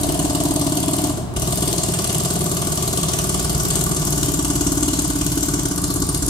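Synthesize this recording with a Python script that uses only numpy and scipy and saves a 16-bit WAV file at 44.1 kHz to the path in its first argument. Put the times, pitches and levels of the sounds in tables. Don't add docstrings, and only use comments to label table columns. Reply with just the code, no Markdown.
import sys
import numpy as np
from scipy import signal
from scipy.fft import rfft, irfft
from scipy.io import wavfile
from scipy.ndimage import uniform_filter1d

SR = 44100
rng = np.random.default_rng(int(sys.argv[2]) if len(sys.argv) > 2 else 0)


def master_out(mix):
    frames = np.transpose(np.atleast_2d(mix))
    ceiling = np.clip(frames, -1, 1)
    pcm = np.round(ceiling * 32767).astype(np.int16)
    wavfile.write(sys.argv[1], SR, pcm)


N = 277560


def undb(db):
    return 10 ** (np.asarray(db) / 20)


def unit(x):
    return x / np.sqrt(np.mean(x ** 2))


def colour(x, points, lag_s=0.):
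    hz = np.arange(1, x.shape[-1] // 2 + 2) * SR / x.shape[-1]
    point_hz, point_db = np.transpose(points)
    gain = undb(np.interp(np.log(hz), np.log(point_hz), point_db))
    delay = np.exp(-2j * np.pi * hz * lag_s)
    return irfft(rfft(x) * gain * delay, x.shape[-1])


def ring(x, modes, sense=-1):
    out = 0
    for k, (hz, width_hz, db) in enumerate(modes):
        radius = np.exp(-np.pi * width_hz / SR)
        w = 2 * np.pi * hz / SR
        mode = signal.lfilter([1], [1, -2 * radius * np.cos(w), radius * radius], x)
        out = out + sense ** k * undb(db) * np.sin(w) * mode
    return out


def strikes(s, db, rise_s, fall_s):
    marks = np.zeros(N)
    at = np.clip((np.asarray(s) * SR).astype(int), 0, N - 1)
    np.add.at(marks, at, undb(db))
    t = np.arange(4000) / SR
    pulse = np.exp(-t / fall_s) * (1 - np.exp(-t / rise_s))
    return signal.fftconvolve(marks, pulse / pulse.sum())[:N]


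def walk(rate):
    k = int(SR / rate)
    held = np.repeat(rng.standard_normal(N // k + 1), k)
    return uniform_filter1d(uniform_filter1d(held, k), k)[:N]


def piston():
    # blow in seconds, steel level in dB, thud over its usual level in dB,
    # pipe ring in dB; all levels are relative.
    strokes = [(0.0324, -17, 0.5, -55), (0.088, -19.5, 2.5, -42.4), (0.141, -20, 0, -49),
               (0.1911, -17, 1, -40), (0.2461, -19, 2, -47), (0.2968, -19, -1.5, -36),
               (0.3488, -17.5, -1, -35), (0.4015, -19, -2, -40), (0.452, -19, 0, -50),
               (0.5075, -19, 0.5, -38), (0.5585, -18.5, -2, -43), (0.612, -18, -2, -35),
               (0.6648, -18.5, -2, -43.8), (0.7195, -19, -1.5, -41), (0.7691, -16.5, -2, -45),
               (0.8273, -19, -5, -41), (0.88, -19.5, 0, -37), (0.9324, -17, -3, -34),
               (0.9834, -18.5, -4, -50), (1.037, -17, -0.5, -41), (1.094, -24, -3.5, -43),
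               (1.1722, -27, -3, -48), (1.363, -18.5, 0, -37), (1.4191, -17.5, -2, -36),
               (1.4712, -19, 1, -35), (1.521, -17, 1, -39), (1.5734, -17.5, -1, -42),
               (1.6229, -16.5, 5.5, -33.5), (1.676, -16.5, 4, -43), (1.727, -18, 5, -47),
               (1.779, -17.5, 0.5, -35), (1.8319, -16.5, 2, -49), (1.8836, -18.5, 4.5, -42),
               (1.9367, -17, -3, -38), (1.9868, -18, 2.5, -33), (2.041, -17, -4, -37),
               (2.0938, -17.5, 4, -45), (2.1448, -18, -1, -42), (2.1985, -19.5, 1, -36),
               (2.2496, -16, 1, -37), (2.3027, -18, 2.5, -34.5), (2.355, -19.5, 2, -39),
               (2.4071, -19, 4, -37), (2.4582, -19.5, -1, -32), (2.5129, -18.5, 3, -33),
               (2.566, -17, 2, -32.5), (2.616, -18.5, 0, -33), (2.6698, -19.5, 3, -35),
               (2.7194, -17, 0, -43), (2.7718, -18.5, -2, -32), (2.8238, -18.5, 2, -37),
               (2.8752, -18, 0.5, -38), (2.9278, -18, 4, -33), (2.9744, -18.5, 1.5, -35),
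               (3.0296, -17.5, 0.5, -31.5), (3.0845, -17, 1, -33), (3.1331, -17, 1, -39),
               (3.186, -17, 1, -34), (3.2385, -19.5, 2.5, -33.5), (3.291, -17.0, 1.5, -33),
               (3.341, -17, 1, -33), (3.3936, -17.7, 0.5, -44), (3.4436, -18.5, -0.3, -35),
               (3.4951, -17, 2, -51), (3.545, -22, -1, -36), (3.598, -17.5, -1, -33),
               (3.6486, -19, 3.5, -33), (3.7021, -16.5, 0, -54), (3.755, -17.9, 3, -35.5),
               (3.809, -19.5, -1, -37), (3.8609, -21, -1, -31), (3.9124, -19, 0, -31.5),
               (3.963, -19.5, 1, -34), (4.016, -19, 2, -36), (4.07, -20, 2, -33),
               (4.1237, -18.5, -0.5, -53), (4.176, -18, 1, -40.6), (4.2278, -17, 1, -45),
               (4.284, -20, 3, -37), (4.3374, -19.5, -2, -38), (4.391, -20, 1, -37), (4.4464, -19, -3, -36),
               (4.5, -19, -1.5, -37), (4.5548, -19, -3, -38), (4.609, -19, -1.5, -42.3),
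               (4.6657, -18, -1, -39), (4.7182, -19.5, -4.5, -38), (4.772, -20, -4, -38),
               (4.8255, -18.5, -1.7, -38), (4.8794, -19, -1.5, -41.5), (4.932, -18.5, -3.5, -43.8),
               (4.988, -17.5, -3, -52), (5.0433, -21, -2.5, -38), (5.099, -20.5, -2.5, -36),
               (5.1554, -21.5, -2.5, -42), (5.211, -20, -2.5, -34), (5.2625, -19.5, -2.5, -44),
               (5.3175, -20, -2.5, -40), (5.3729, -20, 1.5, -49), (5.4269, -19, -1.5, -39),
               (5.483, -20.5, 0, -35), (5.5369, -19, 2.5, -39), (5.5889, -21.3, -2.5, -37),
               (5.654, -20.5, -0.5, -42), (5.7115, -22, -0.5, -35), (5.7768, -21.5, -2, -32),
               (5.838, -19, 0.5, -38), (5.9013, -21, 1, -34), (5.96, -22.5, 0.5, -36),
               (6.0189, -20.5, 3.5, -37), (6.0889, -21, 1, -36), (6.1439, -20.2, 0, -46),
               (6.2216, -19.5, -1, -41), (6.2792, -20.5, 2, -42)]
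    # return knock in seconds, relative level in dB.
    returns = [(0.0666, -26), (0.1211, -19.5), (0.174, -25), (0.226, -23), (0.278, -30), (0.331, -26),
               (0.3822, -29), (0.4351, -20.5), (0.4853, -22.5), (0.5383, -23), (0.5945, -21), (0.6432, -24),
               (0.6967, -24), (0.752, -23), (0.802, -21), (0.859, -26), (0.9101, -24), (0.9646, -21),
               (1.0169, -24), (1.0704, -21.5), (1.124, -33), (1.338, -37), (1.396, -24), (1.451, -32),
               (1.5068, -26), (1.556, -21), (1.6065, -23), (1.6552, -25), (1.7112, -29), (1.7617, -24),
               (1.8139, -30), (1.8635, -24), (1.9202, -21.5), (1.97, -27), (2.0201, -23), (2.0738, -19),
               (2.1266, -20), (2.1812, -18.5), (2.2334, -20), (2.2846, -27.5), (2.337, -21.5),
               (2.3897, -23), (2.4408, -22.5), (2.494, -24), (2.5461, -24), (2.5943, -30), (2.649, -23),
               (2.7, -28), (2.7561, -23), (2.8074, -30), (2.855, -28), (2.9106, -28), (2.962, -26),
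               (3.012, -24.5), (3.0633, -27), (3.116, -24), (3.1655, -27), (3.216, -24), (3.269, -24),
               (3.3252, -25), (3.3738, -29), (3.426, -22.5), (3.475, -30), (3.5288, -22.5), (3.578, -22),
               (3.6323, -23), (3.6837, -20.5), (3.7347, -25), (3.791, -22), (3.838, -18.5), (3.892, -22),
               (3.946, -22), (3.9962, -22), (4.0497, -19), (4.1044, -19.5), (4.158, -27), (4.2112, -24),
               (4.2597, -22.5), (4.3185, -23.5), (4.374, -29), (4.4252, -22), (4.48, -23), (4.5324, -25),
               (4.5923, -31), (4.647, -29), (4.6932, -30), (4.7534, -28), (4.806, -24), (4.8586, -26),
               (4.9132, -27.5), (4.9707, -27), (5.02, -24), (5.078, -24.9), (5.1322, -25), (5.1874, -23),
               (5.245, -27), (5.3015, -29.5), (5.3546, -25), (5.407, -25), (5.4593, -25), (5.513, -30),
               (5.5705, -39), (5.6321, -24), (5.6856, -25), (5.759, -25), (5.8168, -24.5), (5.879, -26.5),
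               (5.9389, -25), (6.0011, -25), (6.0669, -26), (6.1269, -29), (6.1752, -28), (6.262, -22.7)]
    # time in seconds, bite in dB, 0 the hardest.
    effort = [(0, -9.5), (.5, -4.5), (1.094, -4), (1.175, -27), (1.363, -20), (1.65, -12.5), (1.9, -17),
              (2.5, -15), (3.2, -15.5), (4.0, -14.5), (4.25, -9), (4.75, -2.5), (5.05, -5), (5.5, -8),
              (6.29, -10)]
    s, db, thud_db, pipe_db = np.transpose(strokes)
    back_s, back_db = np.transpose(returns)
    bite_db = np.interp(s, *np.transpose(effort))
    return {"s": s, "db": db, "bite_db": bite_db, "thud_db": thud_db, "pipe_db": pipe_db,
            "back_s": back_s, "back_db": back_db}


def body(hits, modes, db, late_s, return_db, rough, fall_s, push_s=0.000092, sense=-1):
    s, back_s = hits["s"], hits["back_s"]
    back_db = np.interp(back_s, s, db - hits["db"]) + hits["back_db"] + return_db
    s = np.append(s + late_s, back_s + late_s)
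    db = np.append(db, back_db)
    rattle = strikes(s, db, 0.00067, fall_s) * rng.standard_normal(N)
    push = strikes(s, db, push_s, push_s)
    return ring(push + rough * rattle, modes, sense)


def ring_db(hits, name):
    low_rings = {"boom": (-31, 0.036, -0.062), "floor": (-20.5, 0.04, -0.14), "panel": (-22, -0.27, -0.36),
                 "exhaust": (-20, -2.03, 0.013), "casing": (-20, -1.13, 0.51),
                 "whistle": (-42, 1.57, -0.034)}
    start_db, slope, follow = low_rings[name]
    strength_db = 0.11 * (hits["db"] - np.median(hits["db"]))
    return start_db + slope * hits["s"] + follow * hits["bite_db"] + strength_db


def cabin(hits):
    # frequency in Hz, width in Hz, relative level in dB.
    thud_modes = [(242, 160, -7), (300.6, 92, 0)]
    door_modes = [(310, 119.8, -15)]
    boom_modes = [(124.3, 17, 0)]
    floor_modes = [(152, 23, -3.5), (195.4, 31.3, -3.5)]
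    ground_modes = [(57, 18, 0)]
    panel_modes = [(317, 71.5, 4), (371.3, 38, -0.5), (397, 32.6, -6)]
    # frequency in Hz, gain in dB.
    bass_cut = [(60, -35), (103, -21), (118, 3.5), (200, -3)]
    # time in seconds, relative level in dB.
    shudder_points = [(.1, -30), (.45, -32), (.9, -43), (1.35, -26), (1.9, -37), (2.3, -44), (2.8, -37),
                      (3.15, -32), (3.5, -24.5), (3.8, -29), (4.3, -29), (4.6, -26), (5.0, -27), (5.5, -28),
                      (5.85, -30), (6.2, -24)]

    thud_db = hits["bite_db"] + hits["thud_db"] - 35
    thud = body(hits, thud_modes, thud_db, late_s=-0.0032, return_db=-6, rough=0.5, fall_s=0.006)
    thud = ring(ring(thud, door_modes), door_modes)
    boom = body(hits, boom_modes, ring_db(hits, "boom"), late_s=0.0012, return_db=-5,
                rough=14.0, fall_s=0.039, push_s=0.00039)
    floor = body(hits, floor_modes, ring_db(hits, "floor"), late_s=-0.0025, return_db=5.5,
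                 rough=11.0, fall_s=0.025, push_s=0.00044)
    shudder_db = np.interp(hits["s"], *np.transpose(shudder_points)) + 8.5
    shudder = body(hits, ground_modes, shudder_db, late_s=0.00042, return_db=-12,
                   rough=1.7, fall_s=.02, push_s=0.00059)
    panel = body(hits, panel_modes, ring_db(hits, "panel") + hits["thud_db"], late_s=0.0017,
                 return_db=-13.5, rough=3.6, fall_s=0.0064, push_s=0.00013)
    return thud + colour(boom + floor, bass_cut) + shudder + panel


def steel(s, db, span=1, db_all=44, bounces=4):
    # frequency in Hz, width in Hz, relative level in dB,
    # drift in dB per s as the chisel sinks in.
    chisel_modes = [(2330, 90, -22, .5), (2900, 200, 0, -.7), (4155, 80, -11, 0), (4510, 100, -9, 0),
                    (4920, 130, -10, 0), (5765, 100, -9, 1.1), (6340, 180, -4, .3), (6630, 140, -3, 0),
                    (7200, 150, -4, .2), (7585, 100, 1, -.8), (8260, 200, 5, -.2), (8800, 140, -2, 0),
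                    (9495, 120, -5, .2), (10000, 110, -9, .6), (10550, 160, -5, .4), (10950, 120, -7, 0),
                    (11450, 140, -6, .3), (12000, 130, -7, 0), (12350, 170, -5, -.3), (12900, 220, -7, -.5),
                    (13700, 180, -14, 0)]
    # frequency in Hz, relative level in dB per Hz.
    crack_points = [(880, -16), (1500, -18), (2130, -7.5), (2670, -23.5), (3000, -0.5), (5190, -6.5),
                    (8540, -4), (11800, -1), (14800, -16.5), (15700, -52)]
    # frequency in Hz, gain in dB.
    snap_points = [(1500, -7), (2500, -1.5), (3500, -1.5)]

    late, size = rng.random((len(s), 2, bounces)).transpose(1, 0, 2)
    bounce_s = s[:, None] - .0015 + 0.0137 * span * late
    bounce_db = db[:, None] - 9.5 - 6 * size - 5 * late
    contact = strikes(s, db, 0.0019 * span, 0.0045 * span)
    contact = contact + strikes(bounce_s.ravel(), bounce_db.ravel(), 0.000053, 0.00085)

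    t = np.arange(N) / SR
    chisel = 0
    for hz, width_hz, mode_db, slope in chisel_modes:
        drive_db = 5 * np.tanh(.7 * walk(40)) + slope * t
        drive = contact * undb(drive_db) * rng.standard_normal(N)
        chisel = chisel + ring(drive, [(hz, width_hz, mode_db)])
    chisel = chisel * undb(-27)

    snap = colour(unit(colour(rng.standard_normal(N), crack_points)), snap_points)
    crack = snap * contact * undb(-7.5)
    hiss = unit(colour(rng.standard_normal(N), crack_points))
    air = hiss * strikes(s, db, 0.0068 * span, 0.0065 * span) * undb(-0.5)
    return (chisel + crack + air) * undb(db_all)


def breaker(hits, leak_db=50):
    # frequency in Hz, gain in dB.
    return_tilt = [(2500, -24), (5000, -7.5), (8000, -7), (13000, 2)]
    # frequency in Hz, relative level in dB per Hz.
    leak_points = [(3000, -9), (8000, -2.5), (12000, -5.5), (14500, -5.5), (15700, -23)]
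    blows = steel(hits["s"], hits["db"])
    knocks = colour(steel(hits["back_s"], hits["back_db"], span=.42), return_tilt)
    pressure = uniform_filter1d(strikes(hits["s"], hits["db"], 0.017, 0.052), size=SR // 19)
    hiss = unit(colour(rng.standard_normal(N), leak_points))
    leak = hiss * pressure * undb(leak_db + 1.2 * walk(60))
    return blows + knocks + leak


def drift(x):
    # band centre in Hz, gain at the start in dB, drift in dB per s,
    # gain in dB added as the breaker slows.
    bands = [(3160, -0.4, 0.05, -3), (4250, 1.53, -0.19, 3), (5150, 0.8, 0.51, 0.5),
             (6000, -1.5, 0.92, -3.5), (7330, 0.96, 1.23, -1), (8730, 2, -0.5, -1.5),
             (8700, 2.5, -0.05, 4.5), (10340, -1.5, 0.39, 2.5), (11750, -1, 0.5, -0.5)]
    slows_s = (5.6, 5.84)
    centre, start_db, slope, slow_db = np.transpose(bands)
    log_hz = np.log(np.arange(1, N // 2 + 2) * SR / N)
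    t = np.arange(N) / SR
    slowed = np.interp(t, slows_s, [0, 1])
    spectrum = rfft(x)
    shares = np.eye(len(bands))
    flicker = np.array([walk(40) for _ in bands])
    flicker_db = 2.2 * (flicker - flicker.mean(axis=0))
    out = 0
    for share, db, k, late_db, own_db in zip(shares, start_db, slope, slow_db, flicker_db):
        weight = np.interp(log_hz, np.log(centre), share)
        band = irfft(spectrum * weight, N)
        out = out + band * undb(db + k * t + late_db * slowed + own_db)
    return out


def exhaust(hits):
    # frequency in Hz, width in Hz, relative level in dB.
    exhaust_modes = [(608, 42, 0), (714, 40, 1.5)]
    casing_modes = [(870, 120, 0), (1010, 90, -1)]
    pipe_modes = [(1156, 85, 0)]
    whistle_modes = [(1460, 80, 4)]
    ports = body(hits, exhaust_modes, ring_db(hits, "exhaust"), late_s=0.00893, return_db=-7,
                 rough=11.4, fall_s=0.024, push_s=0.00023)
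    casing = body(hits, casing_modes, ring_db(hits, "casing"), late_s=0.008, return_db=-16,
                  rough=11.0, fall_s=0.0099, push_s=0.0001)
    pipe = body(hits, pipe_modes, hits["pipe_db"] - 24.5, late_s=0.0041, return_db=-30,
                rough=1.6, fall_s=0.015, push_s=0.000037)
    pipe = ring(pipe, pipe_modes)
    whistle = body(hits, whistle_modes, ring_db(hits, "whistle"), late_s=0.00089, return_db=-25,
                   rough=30.0, fall_s=0.0058, push_s=0.000051)
    return ports + casing + pipe + whistle


def street(x):
    # band centre in Hz, nominal 60 dB decay time in s.
    decay_bands = [(130, .9), (330, .8), (850, .8), (2500, .7), (6500, .5), (12500, .4)]
    echo_db = [2.5, -8.5, 0, -0.5, -2, -10]
    t = np.arange(SR) / SR
    tail = 0
    for (hz, t60), db in zip(decay_bands, echo_db):
        edges = [hz / 1.6, min(hz * 1.6, SR / 2.2)]
        band = signal.butter(3, edges, "bandpass", fs=SR, output="sos")
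        fade = np.exp(-np.log(1000) * t / t60 / 2)
        mid, side = rng.standard_normal((2, SR))
        noise = mid + min(hz / 1660.0, 1) * side * np.array([[1], [-1]])
        spectrum = rfft(noise * fade * np.clip(t / 0.0032, 0, 1))
        echoes = irfft(spectrum / np.abs(spectrum), SR) * fade
        echoes = echoes / np.linalg.norm(echoes, axis=1, keepdims=True)
        tail = tail + undb(db) * signal.sosfilt(band, echoes)
    return signal.fftconvolve(x[None], tail, axes=1)[:, :len(x)]


def idle():
    # frequency in Hz, level in dB.
    tones = [(44.5, -42), (70.2, -39.5), (86.5, -35.5), (119, -33.5)]
    t = np.arange(N) / SR
    out = 0
    for hz, db in tones:
        level = undb(db + 0.53 * walk(3.44)) * np.sqrt(2)
        cycles = hz * t + rng.random() + 0.017 * walk(1.93)
        out = out + level * np.sin(2 * np.pi * cycles)
    return out


def traffic(db=-33, side=0.82):
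    # frequency in Hz, relative level in dB per Hz.
    rumble_points = [(25, -34), (40, -35), (60, -3), (100, -17), (130, -6), (300, -8.5), (420, -9),
                     (510, -24), (690, -18), (1000, -18.5), (2000, -34), (6000, -39), (15000, -49)]
    mid, off = (unit(colour(rng.standard_normal(N), rumble_points)) for _ in range(2))
    swell_db = 1.5 * walk(2)
    return undb(db + swell_db) * (mid + side * off * np.array([[1], [-1]]))


def scene():
    hits = piston()
    ports = np.array([exhaust(hits) for _ in range(2)])
    blows = np.array([breaker(hits) for _ in range(2)])
    clatter = ports + drift(blows)
    near = cabin(hits) + clatter + 0.19 * clatter[::-1]
    lead = int(.526 * SR)
    first = int(hits["s"][0] * SR) - 150
    near = np.hstack([near[:, :lead + first], near[:, first:]])
    return (near + street(near[0]))[:, lead:] + idle() + traffic()


def record(dry):
    # frequency in Hz, left level minus right in dB.
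    left_db = [(100, 0), (300, .5), (700, 1.5), (1500, 0), (2500, .3), (4000, 2.7), (12000, 1.7)]
    right_lag_s, top_hz = .0002, 15750
    dry = signal.sosfilt(signal.butter(4, 42, "highpass", fs=SR, output="sos"), dry)
    left = colour(dry[0], left_db)
    right = colour(dry[1], [(100, 0), (1000, 0)], right_lag_s)
    treble_cut = signal.ellip(10, .2, 80, top_hz, fs=SR, output="sos")
    return signal.sosfilt(treble_cut, np.array([left, right]))


dry = scene()
out = record(dry)
master_out(out)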